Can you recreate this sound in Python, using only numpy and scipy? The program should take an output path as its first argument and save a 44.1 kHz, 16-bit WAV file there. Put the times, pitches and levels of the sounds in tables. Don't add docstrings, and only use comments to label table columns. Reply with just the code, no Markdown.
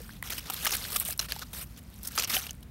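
import sys
import numpy as np
from scipy import signal
from scipy.fft import rfft, irfft
from scipy.io import wavfile
from scipy.ndimage import uniform_filter1d

SR = 44100
rng = np.random.default_rng(int(sys.argv[2]) if len(sys.argv) > 2 else 0)


def file_out(sig):
    cols = np.atleast_2d(sig).T
    lim = np.clip(cols, -1, 1)
    pcm = np.round(lim * 32767).astype(np.int16)
    wavfile.write(sys.argv[1], SR, pcm)


def gain_from_decibels(decibels):
    exponent = np.asarray(decibels, float) / 20
    return 10 ** exponent


N = 119070


def rms_one(x):
    return x / np.sqrt(np.mean(x ** 2) + 1e-20)


def coloured(x, points):
    hz, db = np.transpose(points)
    f = np.maximum(np.arange(len(x) // 2 + 1) * SR / len(x), 1)
    gain_db = np.interp(np.log(f), np.log(hz), db, left=-70)
    return irfft(rfft(x) * gain_from_decibels(gain_db), len(x))


def ring(clicks, hz, t60):
    r = gain_from_decibels(-60 / (t60 * SR))
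    w = 2 * np.pi * min(hz, 0.45 * SR) / SR
    return signal.lfilter([0, np.sin(w)], [1, -2 * r * np.cos(w), r * r], clicks + 1e-18)


def fade(x, seconds):
    return signal.lfilter([1], [1, -np.exp(-1 / (max(seconds, 1e-4) * SR))], x)


def thin_below_pitch(x, hz):
    return signal.sosfilt(signal.butter(2, 0.6 * hz, "high", fs=SR, output="sos"), x)


def ground_dip(x, hz, width_hz, depth):
    return x - depth * signal.lfilter(*signal.iirpeak(hz, hz / width_hz, fs=SR), x)


# frequency in Hz, level in dB.
INLET_COLOUR = [(6800, -27), (7600, -5.5), (9400, 0), (10500, -8), (11200, -0.5), (12800, 1.5),
                (14200, -7.5), (15500, -2.5)]


def inlet(x):
    return coloured(x, INLET_COLOUR)


# frequency in Hz, level in dB.
LEAF_COLOUR = [(180, -7), (300, -6.5), (955, -8), (1300, -3), (1900, -5), (3000, -2.5), (5580, -2.5),
               (7500, -7), (9750, -37), (16500, -120)]


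def leaf_body(x):
    return coloured(x, LEAF_COLOUR)


# frequency in Hz, level in dB.
RUMBLE_COLOUR = [(20, -37), (40, -8.5), (56, 1), (85, -8), (220, -11), (400, -28.5), (2000, -36.5),
                 (6000, -45.5)]


def rumble():
    return gain_from_decibels(-47) * rms_one(coloured(rng.standard_normal(N), RUMBLE_COLOUR))


# start in seconds, peak in dB, pitch
# in Hz, t60 in seconds.
VEIN_BREAKS = [(1.193, -13, 5550, .008), (1.1932, -20.5, 4100, 0.027), (1.1931, -21, 5230, .022),
               (1.1931, -22, 5980, .022), (1.1931, -23.5, 9270, 0.02), (1.1935, -29, 2900, .03),
               (1.3214, -15.5, 4450, 0.0067), (1.3216, -23, 1700, .011), (1.3216, -29, 11500, 0.011),
               (.9992, -17, 11600, .005), (2.3663, -17, 3030, .022), (2.3688, -18.5, 2990, 0.015),
               (2.368, -29.5, 760, 0.048), (.2262, -34.5, 1040, 0.017), (0.00395, -38, 474, .04),
               (.5, -30, 760, .04), (1.3635, -27, 4000, .003), (.168, -40, 3500, .003),
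               (2.1775, -22, 1250, .025), (1.4215, -30.5, 1464, 0.023), (1.428, -33, 1285, .02),
               (.093, -39, 1600, .03), (2.051, -32.5, 5300, 0.017), (2.073, -30, 5460, 0.014),
               (2.074, -29, 6600, 0.013), (2.2465, -21, 5500, .01)]


def veins():
    out = np.zeros(N + SR)
    push = np.r_[1.0, np.zeros(SR // 10 - 1)]
    for start_s, db, hz, t60 in VEIN_BREAKS:
        i = int(start_s * SR)
        out[i:i + len(push)] += gain_from_decibels(db) * thin_below_pitch(ring(push, hz, t60), hz)
    return out[:N]


# start in seconds, peak in
# dB, ring in Hz, brightness in dB.
SNAPS_AND_KNOCKS = [(0.092, -28, 1760, -30), (0.2263, -21.5, 2000, -9.5), (0.499, -26.5, 755, -12),
                    (0.5366, -19.5, 9000, -6), (0.649, -17.5, 6500, -4), (0.654, -16, 9400, -3.5),
                    (0.667, -14.5, 2870, -13), (0.671, -11, 2780, -15), (0.708, -16, 2660, -9),
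                    (0.736, -14, 2960, -14), (0.75, -29, 2040, 2), (0.851, -24, 1580, -20),
                    (0.9994, -18.5, 8200, 1.5), (1.0504, -29, 5600, 4.5), (1.086, -29, 1940, 7),
                    (1.108, -16, 6300, -7), (1.126, -21, 9300, -9), (1.193, -20.5, 1520, -7),
                    (1.3214, -18.5, 3140, -8), (1.363, -24, 880, -12), (1.42, -29, 3500, -16),
                    (2.161, -26.5, 8500, -2.5), (2.223, -13, 4380, -12), (2.238, -15.5, 2880, -9.5),
                    (2.246, -11.5, 5770, -17), (2.299, -12, 4760, -19), (2.367, -18, 6000, -12),
                    (2.508, -16, 6550, -18),
                    (0.00545, -37.5, 1620, -20), (.104, -33, 1800, -40), (1.089, -30, 670, -28),
               (1.198, -18, 3600, -15), (1.201, -22, 4200, -15), (1.177, -35, 6500, 2),
               (1.005, -28, 6000, 1), (2.073, -30, 5030, -6), (.5418, -17, 3200, -9.5),
               (1.103, -26, 1800, -15), (1.393, -20, 4500, -15.5), (2.181, -15, 1240, -22),
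               (2.199, -10, 5900, -15), (2.275, -31, 4300, 0), (2.303, -21, 9500, -6),
               (2.342, -22, 1460, -9), (2.35, -27, 3000, -4), (2.467, -24, 2760, -10),
               (2.494, -22.5, 3000, -24), (.768, -20, 7800, -4), (.966, -35, 1500, -7),
               (2.12, -34, 6000, -3), (2.531, -41, 6000, -4), (1.708, -44, 5000, -6),
               (2.052, -32, 5300, -9)]
# start in seconds, peak in dB,
# ring in Hz, brightness in dB.
MORE_SNAPS = [(.017, -33, 8880, -9), (.274, -29, 3500, -10), (.302, -23.5, 2500, -12),
              (0.305, -27, 9500, -4), (.382, -26, 5250, -7), (.528, -30, 3700, -16),
              (0.6578, -15, 1680, -20), (.673, -23, 9500, -1), (.944, -22, 9400, -7),
              (0.964, -16, 9200, -8), (0.9673, -16, 5500, -9), (.986, -32, 3000, -20),
              (1.079, -23, 9300, -5), (1.1305, -23, 5060, -14), (1.83, -46, 12300, -5),
              (1.837, -43, 7000, -14), (1.901, -47, 4380, -4), (1.941, -38, 4270, -9),
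              (1.96, -41, 8880, -8), (1.98, -45, 11800, -6), (1.989, -41, 5490, -6),
              (2.032, -29, 8050, -7), (2.075, -21, 9200, -3), (2.084, -27, 6500, -10),
              (2.153, -30, 7000, -5), (2.233, -24, 9000, -4), (2.318, -17, 9000, -12),
              (2.551, -44, 11800, -4), (2.607, -43, 9700, -12), (2.34, -18, 5000, -13)]


def snaps():
    rise_s, decay_s = 0.00019, 0.0012
    ring_db, puff_db, tick_db = -10, -19, 5.5
    rows = SNAPS_AND_KNOCKS + MORE_SNAPS
    size = SR // 20
    t = np.arange(size) / SR
    click = np.arange(size) == 0
    shape = (1 - np.exp(-t / rise_s)) * np.exp(-t / decay_s)
    out = np.zeros(N + SR)
    for start_s, db, hz, bright_db in rows:
        low, high, tear = rng.standard_normal((3, size))
        t60 = min(0.022, 18 / hz)
        push = click + 0.26 * tear * shape
        neighbours = sum(ring(push, hz * q, t60 * 0.26) for q in rng.uniform(0.65, 1.6, 2))
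        tone = thin_below_pitch(ring(push, hz, t60) + 0.5 * neighbours, hz)
        puff = rms_one(leaf_body(low)) * shape
        tick = rms_one(inlet(high)) * shape
        snap = gain_from_decibels(ring_db) * tone + gain_from_decibels(puff_db) * puff + gain_from_decibels(bright_db + tick_db) * tick
        i = int(start_s * SR)
        out[i:i + size] += gain_from_decibels(db) * snap
    return out[:N]


def clumps():
    per_s, decay_s, spread_db, depth_db = 400, 0.0012, 2.5, -6
    size = gain_from_decibels(spread_db * np.minimum(rng.exponential(1, N), 2))
    start = (rng.random(N) < per_s / SR) * size
    return rms_one(1 + gain_from_decibels(depth_db) * uniform_filter1d(fade(start, decay_s), size=50))


def cracks(grip):
    per_s, spread_db, cycles = 2600, 3.0, 26.0
    size = gain_from_decibels(spread_db * np.minimum(rng.exponential(1, N), 3)) * rng.choice([-1, 1], N)
    ticks = size * (rng.random(N) < per_s / SR) * grip
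    pitches = np.geomspace(400, 7000, 24)
    dealt = rng.integers(0, 24, N)
    rings = np.zeros(N)
    for k, hz in enumerate(pitches):
        rings += hz / 7000 * ring(ticks * (dealt == k), hz, cycles / hz)
    bare = fade(np.abs(ticks), 0.00021) * rng.standard_normal(N)
    return rms_one(rings), rms_one(bare)


def patchy(x, low_hz, high_hz, depth_db, count):
    rate_hz, hop = 38, 20
    edges = np.geomspace(low_hz, high_hz, count + 1)
    spectrum = rfft(x)
    f = np.arange(N // 2 + 1) * SR / N
    r = np.exp(-2 * np.pi * rate_hz * hop / SR)
    out = np.zeros(N)
    for low, high in zip(edges, edges[1:]):
        drift = signal.lfilter([1], [1, -2 * r, r * r], rng.standard_normal(N // hop + 502))
        slow = rms_one(drift[500:])
        swell = np.interp(np.arange(N) / hop, np.arange(len(slow)), slow)
        offset = np.log(f / np.sqrt(low * high) + 1e-9) / np.log(high / low)
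        window = np.cos(np.pi / 2 * np.clip(offset, -1, 1)) ** 2
        out += irfft(spectrum * window, N) * gain_from_decibels(depth_db * swell)
    return rms_one(out)


# time in seconds, level in dB.
LITTER_STIR = [(0, -42), (.17, -44), (.2, -52.5), (.3, -57), (1.45, -46.5), (1.65, -48.5), (1.85, -55.5),
               (1.95, -47), (2.5, -46.5), (2.57, -55), (2.7, -75)]
# start in seconds,
# length in seconds, level in dB, body over sizzle in dB.
LEAF_SLIDES = [(0.235, 0.055, -42, 3.5), (0.297, 0.041, -35.5, 2), (0.339, 0.042, -41.5, -0.5),
               (.379, 0.017, -37, 1), (0.401, 0.055, -48.5, 3.5), (0.454, 0.042, -43, 5),
               (0.498, 0.0088, -28.5, -1.5), (0.511, 0.16, -41, 1), (0.624, 0.023, -35.5, 0),
               (.648, 0.01, -29.5, 5), (.665, 0.011, -26.5, 5), (0.67, 0.054, -35, 2),
               (0.721, 0.035, -29, -1), (0.756, 0.156, -39, 1), (0.901, 0.061, -35, -3),
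               (.958, 0.012, -24.5, -2.5), (0.974, 0.023, -39.5, -9), (.999, 0.031, -34.5, -7),
               (1.027, .02, -47, 3), (1.052, 0.078, -36, -6), (1.125, .016, -48, -2),
               (1.177, 0.015, -58, -12), (1.194, 0.008, -33.5, 8), (1.208, 0.054, -40, 1),
                      (1.285, 0.03, -39, 4), (1.321, 0.01, -38, 12), (1.325, 0.056, -46.5, 0.5),
                      (1.386, 0.011, -41, 4), (1.393, 0.02, -49, 4), (1.414, 0.021, -41.5, 4),
                      (1.528, 0.11, -39, -5), (1.62, 0.021, -59, -8), (1.762, 0.003, -49, 23),
                      (1.771, 0.022, -47, -1), (2.028, 0.042, -44, -5.5), (2.047, .01, -40.5, -7),
                      (2.069, 0.011, -37, -9.5), (2.08, .011, -42.5, 0), (2.102, 0.13, -47, 2),
                      (2.15, 0.023, -40.5, -3.5), (2.176, 0.026, -26, 5.5), (2.203, 0.014, -38, 5),
                      (2.219, 0.035, -35, 9), (2.251, 0.03, -52.5, 26), (2.274, 0.018, -37.5, 0),
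                      (2.292, 0.08, -30.5, -1), (2.336, 0.028, -27, 1), (2.374, 0.03, -34.5, -2),
                      (2.406, 0.069, -42, 2.5), (2.474, 0.03, -53, 4), (2.506, 0.0076, -47.5, 11),
                      (2.627, 0.0058, -49, -2.5)]


def pressure():
    t = np.arange(N) / SR
    stir = gain_from_decibels(np.interp(t, *np.transpose(LITTER_STIR)) - 12.5) ** 2
    body, sizzle = stir * gain_from_decibels(-2), stir.copy()
    for start_s, length_s, db, body_db in LEAF_SLIDES:
        attack_s = 0.001 + 0.03 * length_s
        release_s = 0.002 + 0.06 * length_s
        swell = np.clip((t - start_s) / attack_s, 0, 1)
        ebb = np.exp(-np.clip(t - start_s - 0.94 * length_s, 0, 1) / release_s)
        power = (swell * ebb) ** 2 * gain_from_decibels(2 * db)
        body_share = 1 / (1 + gain_from_decibels(-2 * body_db))
        body += power * body_share
        sizzle += power * (1 - body_share)
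    return np.sqrt(body), np.sqrt(sizzle)


def rustle():
    grip = clumps()
    rings, ticks = cracks(grip)
    dark_rub, bright_rub = grip * rng.standard_normal((2, N))
    body = leaf_body(rings + gain_from_decibels(1) * dark_rub)
    body = ground_dip(body, hz=4650, width_hz=160, depth=0.35)
    body = patchy(body, 186, 9900, depth_db=2.6, count=14)
    sizzle = inlet(ticks + gain_from_decibels(6) * bright_rub)
    sizzle = patchy(sizzle, 6900, 18500, depth_db=2.2, count=6)
    body_gain, sizzle_gain = pressure()
    return body_gain * body + sizzle_gain * sizzle


def scene():
    return (rumble() + veins() + snaps() + rustle())[None]


def top_cut(x):
    return signal.sosfilt(signal.butter(12, 16990, fs=SR, output="sos"), x)


def record(dry):
    top_hz = 15760
    f = np.arange(N // 2 + 1) * SR / N
    low = irfft(rfft(dry) * (f < top_hz), N)
    band = (f > top_hz) * (f < 16600) * gain_from_decibels((top_hz - f) / 70)
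    top = irfft(rfft(rng.standard_normal(N)) * band, N)
    fast = uniform_filter1d(low ** 2, size=90)
    slow = uniform_filter1d(low ** 2, size=2000)
    sharp = uniform_filter1d(1.0 * (fast > 10 * slow), size=200) > 0.05
    trace = gain_from_decibels(-14) * top * np.sqrt(fast) * sharp
    return top_cut(low + trace)


dry = scene()
out = record(dry)
file_out(out)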